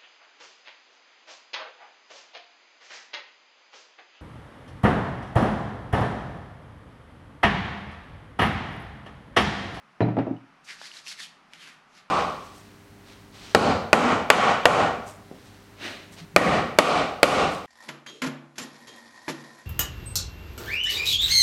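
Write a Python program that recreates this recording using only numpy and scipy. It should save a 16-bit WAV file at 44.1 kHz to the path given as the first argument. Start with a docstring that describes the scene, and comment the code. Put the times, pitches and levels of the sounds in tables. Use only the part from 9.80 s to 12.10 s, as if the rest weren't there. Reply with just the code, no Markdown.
"""Table knocks and dry hands

A quiet furnished room, the microphone standing on a table. Something is set down on that table:
a few low knocks ring its modes until a hand damps them. Then, close by, dry palms rub together
five times and sweep over the cheeks. Slipping skin ridges hiss, and skin that catches lets go
with small ticks. Faint room air lies behind it all."""
import sys
import numpy as np
from scipy import signal
from scipy.fft import rfft, irfft, next_fast_len
from scipy.io import wavfile

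SR = 44100
rng = np.random.default_rng(int(sys.argv[2]) if len(sys.argv) > 2 else 0)


def store_pcm(level_fs):
    """Save levels as 16-bit WAV."""
    pcm = np.round(np.clip(level_fs, -1, 1) * 32767).astype(np.int16)
    wavfile.write(sys.argv[1], SR, np.atleast_2d(pcm).T)


N = 101429
TIME = np.arange(N) / SR

# spectrum of the room air: frequency_hz, density_db
AIR_SPECTRUM = [(25, -14.5), (60, -16), (95, -21.5), (125, -7), (165, -0.5), (260, -4.5), (480, -11),
                (700, -4.5), (950, -3.5), (1200, -0.5), (1600, -6.5), (2600, -10.5), (3800, -19.5),
                (5600, -23), (7500, -32.5), (10500, -34.5), (13000, -45.5), (15000, -55)]
# decay of the furnished room: frequency_hz, t60_s
ROOM_DECAY = [(100, 0.27), (200, 0.5), (300, 0.35), (600, 0.23), (1200, 0.62), (4000, 0.51), (12000, 0.36)]
# skin catching: start_s, level_db, pitch_hz, t60_s, snap_db
SKIN_TICKS = [(1.015, -24.5, 1510, 0.0062, -4), (1.116, -25, 2880, 0.0067, -22),
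              (1.169, -30.5, 3950, 0.013, -24), (1.2657, -24.5, 2600, 0.0049, -8),
              (1.272, -23, 2680, 0.0072, -11), (1.397, -35, 3200, 0.0044, -23),
              (1.7349, -31, 2420, 0.0052, 3.5)]
# palm against palm: peak_s, level_db, rise_s, fall_s, tilt_db_per_octave, hollow_hz, hollow_db
PALM_STROKES = [(0.846, -60.5, 0.0033, 0.06, 8.5, 6700, 1), (0.902, -42.5, 0.015, 0.027, -0.1, 2160, 0),
                (0.934, -51, 0.007, 0.012, 3, 1680, -5), (1.062, -44, 0.051, 0.026, 0, 4400, -7.5),
                (1.174, -45, 0.04, 0.028, 0.5, 3700, -14), (1.288, -39.5, .016, 0.024, 2.5, 5100, -5),
                (1.317, -41, 0.013, 0.016, 2, 2400, -7.5), (1.404, -40.5, 0.012, 0.0054, 0.5, 1850, -5),
                (1.432, -42.5, 0.028, 0.023, 3, 3230, -2)]
# palm against cheek: same columns
CHEEK_STROKES = [(1.745, -51.5, 0.014, 0.016, 0.18, 2180, -6), (1.83, -49.5, 0.04, 0.051, 0.51, 3080, -5),
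                 (1.877, -49, 0.01, 0.038, -0.62, 2250, -4.5), (2.178, -55, .035, 0.028, 0.25, 5000, -4)]
# friction spectra of palm on palm and palm on cheek: frequency_hz, density_db
PALM_SPECTRUM = [(100, -41), (180, -10), (500, -11.5), (1000, -10.5), (1700, 2.5), (3000, -0.5), (4600, 2),
                 (7000, -6.5), (8500, -11.5), (11000, -16), (13000, -30), (15000, -45)]
CHEEK_SPECTRUM = [(100, -28), (170, 3), (300, -3), (800, -13), (1300, 4), (3000, 2.5), (4500, -1.5),
                  (7000, -7), (8500, -14), (11000, -14), (15000, -40)]
# knocks on the table: start_s, level_db, low_cut_hz, high_cut_hz, rattle_db, damping_db_per_s
KNOCKS = [(0.2054, -16.5, 200, 2170, 0.5, 0.5), (0.2139, -12.5, 70, 350, -5, 8),
          (0.282, -30, 90, 1730, 4.5, 52.5), (0.3684, -9.5, 520, 816, -2, 227),
          (0.378, -11.5, 217, 600, -15, 123), (0.386, -26.5, 97, 2150, 6, 20),
          (0.468, -18.5, 310, 674, -3.5, 94), (0.476, -21, 266, 490, -7, 37),
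          (0.509, -27.5, 151, 316, 4, 4)]
# modes of the table under the microphone: pitch_hz, level_db, t60_s
TABLE_MODES = [(119.5, 1.5, 0.48), (163.3, -3.5, 0.45), (195.5, -17, 0.87), (224.5, -3, 0.052),
               (271.8, -5, .7), (306.2, -8, 0.62), (330.5, -6, .25), (436, -11.5, 0.44), (572, -13.5, 0.37),
               (645, -11.5, .3), (726.5, -16.5, 0.54), (750, -16, 0.0404), (803, -17.5, .3),
               (867, -27.5, .35), (949, -20, 0.82), (1330, -20.5, 0.34), (1790, -25, 0.29),
               (2480, -50, 0.32)]
# dense, short response of the table and the things on it: frequency_hz, density_db
RATTLE_SPECTRUM = [(40, -30), (110, 1.5), (300, 0.5), (480, -9.5), (720, -3), (1100, -18.5), (2300, -20),
                   (3200, -26.5), (4500, -30), (7000, -38.5), (14000, -37.5)]
# light clinks of the object set down: start_s, level_db, pitch_hz, t60_s
CLINKS = [(0.216, -47.5, 4070, .13), (0.225, -41, 3960, 0.091), (0.566, -44, 2950, 0.04)]


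def amp(db):
    """Decibels to gain."""
    return 10 ** (np.asarray(db) / 20)


def unit(x):
    """Scales to rms 1."""
    return x / np.sqrt(np.mean(x ** 2) + 1e-20)


def read(points, hz):
    """Reads a table on a log-frequency axis."""
    points_hz, values = np.transpose(points)
    return np.interp(np.log(hz + 1), np.log(points_hz + 1), values)


def colour(x, spectrum):
    """Gives x a spectrum, at rms 1."""
    size = next_fast_len(len(x))
    gain = amp(read(spectrum, np.fft.rfftfreq(size, 1 / SR)))
    return unit(irfft(rfft(x, size) * gain, size)[:len(x)])


def cut(x, hz, kind, order=2):
    """Low-pass or high-pass."""
    return signal.sosfilt(signal.butter(order, hz, kind, fs=SR, output="sos"), x)


def add(mix, start_s, sound):
    """Mixes a sound in at start_s."""
    part = mix[round(start_s * SR):][:len(sound)]
    part += sound[:len(part)]


def resonate(x, hz, width_hz):
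    """A steep-sided resonance that follows the curve hz."""
    carrier = np.exp(2j * np.pi * np.cumsum(hz) / SR)
    pole = np.exp(-np.pi * width_hz / SR)
    return (carrier * signal.lfilter([(1 - pole) ** 2], [1, -2 * pole, pole ** 2], x / carrier)).real


def room_air(level_db=-58.5):
    """Steady, faint noise of the air around the microphone."""
    return amp(level_db) * colour(rng.standard_normal(N), AIR_SPECTRUM)


def room_reverb(x, delay_s=0.0084):
    """A diffuse tail reaches the microphone after the direct sound; each band dies at its own rate."""
    hz, t, bands = signal.stft(rng.standard_normal(SR // 2), SR, nperseg=256)
    decay = amp(-60 * t / read(ROOM_DECAY, hz)[:, None])
    tail = signal.istft(bands * decay, SR)[1]
    tail *= TIME[:len(tail)] > delay_s
    return signal.fftconvolve(x, tail / np.linalg.norm(tail))[:N]


def skin_ticks(rise_s=0.00047):
    """Skin sticks and lets go: a soft snap and a few cycles of a small air pocket."""
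    out, t = np.zeros(N), TIME[:SR // 20]
    for start_s, db, hz, t60, snap_db in SKIN_TICKS:
        snap = amp(snap_db) * unit(cut(rng.standard_normal(len(t)), 2.54 * hz, "low", order=3))
        pocket = np.sin(2 * np.pi * hz * t)
        envelope = amp(db - 60 * t / t60) * (1 - np.exp(-t / rise_s))
        add(out, start_s, cut(envelope * (pocket + snap), 0.31 * hz, "high"))
    return out


def rubbing(strokes, spectrum):
    """Skin ridges slip in dense grains as a stroke swells and slows; the hollow of the hand resonates."""
    grain_db, grip_db, grip_cutoff_hz = 3.5, 1.56, 222  # spread of slip sizes, unevenness of grip
    hollow_q, glide_octaves_per_s = 2.54, -6  # the gap between the hands opens during a stroke
    roundness = 0.45  # of the stroke's peak
    out, t = np.zeros(N), TIME[:SR // 2] - 0.25  # t is zero at the fastest slide
    for peak_s, db, rise_s, fall_s, tilt, hollow_hz, hollow_db in strokes:
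        slips, sizes, grip = rng.standard_normal((3, len(t)))
        grip = unit(cut(grip, grip_cutoff_hz, "low"))
        grains = slips * amp(grain_db * sizes + grip_db * grip)
        hiss = colour(grains, [(hz, level + tilt * np.log2(hz / hollow_hz)) for hz, level in spectrum])
        friction = colour(rng.standard_normal(len(t)), spectrum)
        glide_hz = hollow_hz * 2 ** (glide_octaves_per_s * t)
        hollow = unit(resonate(friction, glide_hz, hollow_hz / hollow_q))
        speed = np.exp(roundness - np.hypot(roundness, t / np.where(t < 0, rise_s, fall_s)))
        add(out, peak_s + t[0], amp(db) * speed * (hiss + amp(hollow_db) * hollow))
    return out


def table_knocks(hand_rests_s=0.54, hand_db_per_s=221):
    """Each knock rings the same modes and a dense rattle; hardness and place of contact set its band."""
    rattle_t60_s, linger_t60_s = 0.082, 0.49
    out, t = np.zeros(N), TIME[:SR]
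    ring = sum(amp(db - 60 * t / t60) * np.sin(2 * np.pi * hz * t) for hz, db, t60 in TABLE_MODES)
    rattle_decay = amp(-1 - 60 * t / rattle_t60_s) + amp(-8.5 - 60 * t / linger_t60_s)
    for start_s, db, low_cut_hz, high_cut_hz, rattle_db, damping in KNOCKS:
        rattle = amp(rattle_db) * rattle_decay * colour(rng.standard_normal(len(t)), RATTLE_SPECTRUM)
        knock = cut(cut(ring / 2 + rattle, low_cut_hz, "high"), high_cut_hz, "low")
        add(out, start_s, amp(db - damping * t) * knock)
    for start_s, db, hz, t60 in CLINKS:
        add(out, start_s, amp(db - 60 * t / t60) * np.sin(2 * np.pi * hz * t))
    radiated = cut(out, hz=86.4, kind="high", order=4)  # the table gives off little deep bass
    hand_damping = amp(-hand_db_per_s * np.maximum(TIME - hand_rests_s, 0))
    return radiated * hand_damping


def scene():
    """Table and hands close to one microphone, with a little of the room behind them."""
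    knocks = table_knocks()
    hands = rubbing(PALM_STROKES, PALM_SPECTRUM) + rubbing(CHEEK_STROKES, CHEEK_SPECTRUM) + skin_ticks()
    air = room_air()
    reverb = room_reverb(amp(-12) * hands + amp(-11.5) * knocks)
    return (knocks + hands + air + reverb)[None]


def record(dry):
    """The recorder behind the microphone cuts the highest treble steeply."""
    edge_hz = 15200
    low_pass = signal.firwin(511, edge_hz, window=("kaiser", 9), fs=SR)
    return signal.oaconvolve(dry, low_pass[None], "same")


dry = scene()
out = record(dry)
store_pcm(out)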